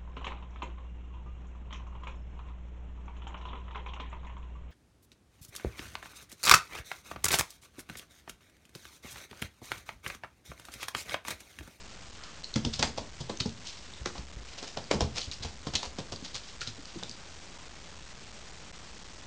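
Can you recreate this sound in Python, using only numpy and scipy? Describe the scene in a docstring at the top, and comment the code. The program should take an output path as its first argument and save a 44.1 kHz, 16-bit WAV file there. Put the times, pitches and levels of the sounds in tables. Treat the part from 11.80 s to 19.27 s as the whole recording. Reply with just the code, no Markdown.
"""Kittens on a cat tower

Two kittens romp round a carpeted cat tower on a wooden floor, close to a small camera.
Pads excite decaying board modes; paws slap as filtered noise bursts; claws tick as short damped tones
and scrape through carpet as grainy noise. Fur brushes past, and a small room answers each contact.
The camera's coarse 8-bit converter turns the faint room noise into a sputtering hiss."""
import sys
import numpy as np
from scipy import signal
from scipy.fft import rfft, irfft, next_fast_len
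from scipy.io import wavfile

SR = 44100
rng = np.random.default_rng(int(sys.argv[2]) if len(sys.argv) > 2 else 0)


def put_to_file(sound):
    """Save the sound as 16-bit audio at rate SR, in the file named by the first command-line argument."""
    columns = np.atleast_2d(sound).T  # one column per channel
    safe = np.clip(columns, -1, 1)
    whole_steps = np.round(safe * 32767)
    wavfile.write(sys.argv[1], SR, whole_steps.astype(np.int16))


N = 329292
T = np.arange(SR // 2) / SR  # seconds since a contact

# Paws landing on wood. Each row: start in seconds, snap level in dB before the gain of the taps,
# knock near 500 Hz and clack near 1700 Hz in dB relative to the snap,
# pad thump level in dB, thump pitch in Hz, level of the body's weight in dB.
PAW_LANDINGS = [(.759, -32.5, 3.5, 2, -16.5, 220.2, -35.5), (.849, -34.5, 3.5, -4.5, -19, 148.2, -27),
                (.993, -28.5, -1, -7, -24, 237.5, -33), (1.0269, -23, 3.5, 3.5, -31.5, 238, -27),
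                (1.177, -35, 9.5, -2, -35, 98.2, -31.5), (1.405, -40.5, 2, -12.5, -32, 129.7, -47.5),
                (1.496, -38, 11, -1, -32.5, 217.4, -43.5), (1.656, -42.5, 7, -9, -23.5, 234.5, -34),
                (2.2582, -34, 1, 4.5, -27, 353, -47), (2.38, -45, 2.5, 1.5, -30.5, 63.7, -42),
                (2.971, -38, 10, 1.5, -31, 148.2, -44), (3.112, -28, 9, 4, -28.5, 298, -44.5),
                (3.139, -38, 12.5, -5.5, -29.5, 168.3, -28.5), (3.2071, -30.5, 9.5, -3, -25.5, 169, -16.5),
                (3.648, -42, 10, -2, -30, 79, -38.5), (3.868, -38.5, 9, -4, -27, 142.2, -36),
                (3.9369, -35.5, 3, -2.5, -28.5, 84.4, -34.5), (4.054, -41.5, 2, -5.5, -33.5, 67.1, -46),
                (4.186, -37, 6, -2.5, -31.5, 260.4, -37), (4.322, -38.5, 7.5, -3.5, -30.5, 111.3, -43),
                (4.5447, -36, -9.5, -13, -40, 127.6, -50.5), (4.815, -37, -10, 3.5, -46.5, 129.5, -51.5),
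                (4.874, -37, -15, -7, -32.5, 109.7, -40.5), (5.227, -47.5, 9, 5.5, -49.5, 198, -49)]
# Claws skidding or dragged through carpet. Each row: start in seconds, level in dB before the gain
# of the scuffs, rise in seconds, t60 in seconds, body near 800 Hz in dB relative to the rasp.
CLAW_SCUFFS = [(0.432, -43, .005, .055, -3.5), (.926, -33.5, 0.011, .16, -9.5),
               (1.595, -28, .008, .08, -10), (1.862, -40.5, 0.0083, .25, -16.5),
               (2.349, -46, 0.0048, .15, 10), (2.77, -42, .014, .2, -2), (2.825, -39.5, 0.0022, .15, 5.5),
               (2.866, -41, .012, .13, -3), (3.334, -33.5, .05, 0.079, -1.5),
               (3.396, -36.5, .018, .22, -21.5), (3.514, -36, 0.0054, .1, -10),
               (3.624, -40, 0.0055, .26, -4), (3.952, -21.5, 0.0014, .07, -10),
               (4.428, -41, 0.021, .21, -7.5), (4.548, -35.5, .007, .11, -4), (4.81, -39.5, .004, .22, -12)]
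# Treble response of claw and paw contacts. Each row: frequency in Hz, gain in dB.
CLAW_TREBLE = [(3000, -1), (4700, 0), (6500, -4), (8000, -9), (10000, -23.5)]

SETTLE_S = .014  # the body's weight follows the paw by this delay


def amp(db):
    """Level: decibels to an amplitude ratio."""
    return 10 ** (np.asarray(db) / 20)


def unit(x):
    """Power normalization: x at rms 1."""
    return x / np.sqrt(np.mean(x ** 2))


def unit_energy(x):
    """Energy normalization: squared samples sum to 1."""
    return x / np.linalg.norm(x)


def fade(t60):
    """Exponential damping: a decay of 60 dB in t60 seconds."""
    return np.exp(-np.log(1000) * T / t60)


def onset(time_s):
    """Exponential approach: a rise from 0 towards 1 with this time constant."""
    return 1 - np.exp(-T / time_s)


def along(points, hz):
    """Logarithmic frequency axis: values interpolated between (Hz, value) points."""
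    f, v = np.transpose(points)
    return np.interp(np.log(hz + 1), np.log(f), v)


def colour(x, points):
    """Minimum-phase filtering: the (Hz, dB) gain is made causal by folding its cepstrum."""
    m = 2 * next_fast_len(len(x))
    gain_db = along(points, np.fft.rfftfreq(m, 1 / SR))
    cepstrum = irfft(np.log(amp(gain_db)), m)
    cepstrum[1:m // 2] *= 2
    cepstrum[m // 2 + 1:] = 0
    response = np.exp(rfft(cepstrum))
    return irfft(rfft(x, m) * response, m)[:len(x)]


def crackle(spread_db, grain_s=.0003):
    """Granular noise: short grains whose levels scatter by spread_db."""
    grain = (T / grain_s).astype(int)
    sizes = amp(spread_db * np.clip(rng.standard_normal(len(T)), -2, 2))
    return unit(rng.standard_normal(len(T)) * sizes[grain])


def in_room(x, walls_db, tail_db, count=7):
    """Room response: direct sound, early reflections and a diffuse tail, drawn anew for each contact."""
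    # Reverberation of the room. Each row: frequency in Hz, t60 in seconds.
    reverb_times = [(100, 0.6), (500, 0.22), (2000, 0.19), (8000, .22)]
    hz, t, z = signal.stft(rng.standard_normal(len(T)), SR, nperseg=256)
    decay = np.exp(-np.log(1000) * t / along(reverb_times, hz)[:, None])
    tail = signal.istft(z * decay, SR, nperseg=256)[1][:len(T)]
    delays = (rng.uniform(.002, .016, count) * SR).astype(int)
    walls = np.bincount(delays, rng.standard_normal(count), len(T))
    answer = amp(walls_db) * unit_energy(walls)
    answer += amp(tail_db) * unit_energy(tail * onset(.013))
    return x + signal.fftconvolve(x, answer)[:len(T)]


def add(track, s, sound):
    """Superposition: mix a sound into the track at s seconds."""
    part = track[round(s * SR):][:len(sound)]
    part += sound[:len(part)]


def background(level_db=-52):
    """Stationary noise: room rumble and microphone noise, its rms below one converter step."""
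    # Spectrum of the noise. Each row: frequency in Hz, relative density in dB per Hz.
    spectrum = [(5, -13), (25, -6.5), (45, -2), (75, -3), (120, -11.5), (170, -10), (300, -16.5),
                (900, -19), (2500, -22), (7500, -25)]
    return amp(level_db) * unit(colour(rng.standard_normal(N), spectrum))


def rubs():
    """Friction noise through a resonance: fur brushes the hollow tower in faint swells."""
    # Each row: middle in seconds, level in dB, length in seconds, pitch in Hz.
    fur_strokes = [(0.445, -53.5, 0.056, 1250), (2.808, -55, .04, 474), (5.788, -61, 0.056, 947)]
    out = np.zeros(N)
    time = np.arange(N) / SR
    for s, db, length, hz in fur_strokes:
        resonance = [(hz / 2, -22), (hz, 0), (hz * 2, -16), (hz * 8, -32)]
        hollow = unit(colour(rng.standard_normal(N), resonance))
        swell = np.exp(-((time - s) / length) ** 2)
        out += amp(db) * hollow * swell
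    return out


def shuffle_strokes(count=8, gap_s=.045, scatter_db=3, rise_s=.008, t60_s=.14):
    """Irregular repetition: faint scuffs while a kitten shifts its feet; rows like CLAW_SCUFFS."""
    # Each row: start in seconds, end in seconds, level in dB before the gain of the scuffs,
    # body in dB relative to the rasp.
    foot_shifts = [(1.829, 2.05, -46, -12), (2.668, 2.76, -47, -1), (3.969, 4.04, -42, 5.5),
                   (4.618, 4.693, -47, -12), (4.857, 4.91, -44.5, -14.5), (5.033, 5.3, -47.5, -1.5)]
    rows = []
    for start, end, db, body_db in foot_shifts:
        times = start + gap_s * (np.arange(count) + rng.random(count) / 2)
        levels = db + scatter_db * rng.standard_normal(count)
        rows += [(s, level, rise_s, t60_s, body_db) for s, level in zip(times, levels) if s < end]
    return rows


def scuffs(clump_db=3.5, clump_s=.0015, gain_db=7):
    """Stick-slip friction: claws catch and slip in uneven tiny scrapes that swell and die."""
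    out = np.zeros(N)
    for s, db, rise, t60, body_db in CLAW_SCUFFS + shuffle_strokes():
        swell = np.minimum(T / rise, 1) ** 1.3
        decay = np.exp(-np.log(1000) * np.maximum(T - rise, 0) / t60)
        body = [(150, body_db - 5.5), (750, body_db), (1700, body_db / 2 - 5.5)]
        rasp = colour(crackle(clump_db, clump_s) * swell * decay, body + CLAW_TREBLE)
        add(out, s, in_room(amp(db + gain_db) * rasp, walls_db=-15, tail_db=-9.0))
    return out


def snags(count=3, level_db=.5, scatter_db=3, median_hz=4376, log_spread=.15, reach=.25):
    """Random catching: claw tips snag just after a scuff's crest; rows of (s, peak dB, pitch Hz)."""
    rows = []
    for s, db, rise, t60, _ in CLAW_SCUFFS:
        for _ in range(count):
            moment = s + rise + reach * t60 * rng.random() ** 2  # reach is a share of t60
            peak_db = db + level_db + scatter_db * rng.standard_normal()
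            hz = median_hz * np.exp(log_spread * rng.standard_normal())
            rows.append((moment, peak_db, hz))
    return rows


def ticks(t60=.007, roughness=.7):
    """Damped resonance: a claw tip snaps free and rings for a few milliseconds."""
    # Loud single claw tips. Each row: start in seconds, direct peak in dB, pitch in Hz.
    claw_tips = [(.638, -32, 4210), (.643, -23.5, 4276), (.7405, -21.5, 4260), (.850, -19.5, 5130),
                 (1.573, -29, 6130), (1.661, -30.5, 5130), (1.693, -32, 4400), (2.137, -31.5, 3650),
                 (2.2587, -23.5, 5670), (3.041, -35, 4680), (3.207, -16, 5330), (3.514, -25, 3940),
                 (3.625, -30.5, 4020), (4.361, -27, 4530), (4.545, -24.5, 3870), (4.809, -26.5, 4250),
                 (4.8742, -25.5, 4050), (5.055, -30.5, 4660), (5.2338, -24, 3620), (5.295, -26, 4640),
                 (5.313, -29, 4820)]
    out = np.zeros(N)
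    for s, db, hz in claw_tips + snags():
        snap = unit(colour(crackle(spread_db=-6), [(500, -13.5), (1800, -30)] + CLAW_TREBLE))
        tip = (np.sin(2 * np.pi * hz * T) + roughness * snap) * fade(t60) * onset(.00036)
        tip /= np.abs(tip).max()
        add(out, s, in_room(amp(db) * tip, walls_db=-13, tail_db=-8))
    return out


def paw_contacts():
    """Successive impacts: a paw rolls down toes, ball, heel; rows of (s, snap, knock, clack, t60)."""
    chatter_s, shrink = .026, 1.2  # toes' t60 at 0 dB clack; dB shorter per dB of clack
    dull_clack_db = -4  # duller steps than this all chatter alike
    # the ball of the paw follows the toes: weaker but woodier
    roll_s, roll_db, roll_knock_db = .004, -11.5, 7
    roll_grows = .5  # dB more roll per dB of clack: a flat landing slaps twice
    heel_db = -11.5  # relative to the snap
    rows = []
    for s, db, knock_db, clack_db, *_ in PAW_LANDINGS:
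        t60 = chatter_s * amp(-shrink * max(clack_db, dull_clack_db))
        ball_db = db + roll_db + roll_grows * clack_db
        rows += [(s, db, knock_db, clack_db, t60),
                 (s + roll_s, ball_db, knock_db + roll_knock_db, clack_db, t60),
                 (s + SETTLE_S, db + heel_db, knock_db, clack_db, chatter_s)]
    return rows


def taps(chatter=1.2, crack_t60=.0066, settle_s=.0018, softening=.36, touch=.25, touch_t60=.032, gain_db=33):
    """Impact filtered by wood: the pad brushes it, slaps a moment later, then toes and claws chatter."""
    out = np.zeros(N)
    lead = SR // 50  # samples of brushing before the slap
    hardest_db = max(row[1] for row in PAW_LANDINGS)
    for s, db, knock_db, clack_db, t60 in paw_contacts():
        # reversed decay: the brush grows up to the slap
        brush = touch * unit_energy(crackle(spread_db=1.5) * fade(touch_t60))[:lead][::-1]
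        # the pad cushions a gentle step, so its crack is weaker
        crack = amp(softening * (db - hardest_db)) * unit_energy(crackle(spread_db=2.0) * fade(crack_t60))
        toes = chatter * unit_energy(crackle(spread_db=7.0) * fade(t60) * onset(settle_s))
        force = unit_energy(np.concatenate([brush, crack + toes])[:len(T)])
        knock = [(80, knock_db - 11.5), (320, knock_db - 2.5), (500, knock_db + 2),
                 (700, knock_db - 2), (1000, knock_db - 3)]
        clack = [(1400, clack_db + 0.5), (2100, clack_db - 3.0)]
        tap = amp(db + gain_db) * colour(force, knock + clack + CLAW_TREBLE)
        add(out, s - lead / SR, in_room(tap, walls_db=-11.0, tail_db=-6.0))
    return out


def pad_contacts():
    """Loading of a panel: a pad thumps, then the body's weight; rows of (s, dB, Hz, t60)."""
    # Soft bumps on carpet and tower. Each row: start in seconds, level in dB, pitch in Hz.
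    soft_bumps = [(.865, -21.5, 117.6), (1.607, -27, 119.6), (2.209, -31.5, 57.3), (2.568, -30, 53.8),
                  (3.153, -24.5, 159.3), (3.474, -31, 78.7), (3.605, -33.5, 84.2), (4.421, -36.5, 264.6),
                  (4.98, -38.5, 282.3), (5.156, -30, 341.6), (5.157, -29.5, 186.3), (5.291, -40, 226.4)]
    weight_hz, log_spread = 82.43, .2  # median pitch of the weight, and its scatter from spot to spot
    ring_s, ring_hz, ring_slope = .105, 151.3, .15  # t60 at this pitch; lower boards ring longer
    pads = [(s, db, hz) for s, _, _, _, db, hz, _ in PAW_LANDINGS]
    weights = [(s + SETTLE_S, db, weight_hz * np.exp(log_spread * rng.standard_normal()))
               for s, *_, db in PAW_LANDINGS]
    return [(s, db, hz, ring_s * (ring_hz / hz) ** ring_slope) for s, db, hz in pads + weights + soft_bumps]


def thumps(rise_s=.002, panels=.71, log_scatter=.45, shudder=.24, shudder_t60=.14, count=6):
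    """Modal ringing: a pad makes its board boom, neighbouring panels ring and the frame shudders."""
    # Resonances of floor and tower panels. Each row: frequency in Hz, gain in dB.
    board_response = [(35, -12), (73, 1), (105, -3.5), (145, 1), (180, -2), (223, 6.5), (300, -8.5),
                      (400, -7), (515, -8.5), (650, -18), (1200, -37.5), (3000, -62.5)]
    out = np.zeros(N)
    for s, db, hz, t60 in pad_contacts():
        pitches = hz * np.exp(log_scatter * rng.standard_normal((count, 1)))
        phases = rng.random((count, 1))
        neighbours = np.sin(2 * np.pi * (pitches * T + phases)).sum(0) / np.sqrt(count)
        board = np.sin(2 * np.pi * hz * T)
        boom = (board + panels * neighbours) / np.hypot(1, panels) * fade(t60)
        frame = shudder * unit(colour(rng.standard_normal(len(T)), board_response)) * fade(shudder_t60)
        thump = amp(db) * (boom + frame) * onset(rise_s)
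        add(out, s, in_room(thump, walls_db=-26, tail_db=-13.5))
    return out


def scene():
    """Superposition: all the kittens' sounds over the background, in one channel."""
    return (background() + rubs() + scuffs() + ticks() + taps() + thumps())[None]


def record(dry, bias=.09, converter_hz=16000, step=1 / 128, top_hz=10250):
    """Quantization: silence rests bias steps above a threshold, so faint noise flips steps and sputters."""
    # Output filter of the camera. Each row: frequency in Hz, gain in dB.
    smoothing = [(5500, 0), (7000, -1.5), (8000, -7), (8800, -14), (9500, -25.5), (10200, -42)]
    m = round(N * converter_hz / SR)
    sampled = signal.resample(dry, m, axis=-1)
    stepped = step * np.floor(sampled / step + bias)
    hz = np.fft.rfftfreq(N, 1 / SR)
    # the spectrum repeats above the converter's range; the gentle filter passes a little mirrored treble
    mirrored = np.fft.fft(stepped)[:, np.arange(len(hz)) % m] * N / m
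    return irfft(mirrored * amp(along(smoothing, hz)) * (hz < top_hz), N)


dry = scene()
out = record(dry)
put_to_file(out)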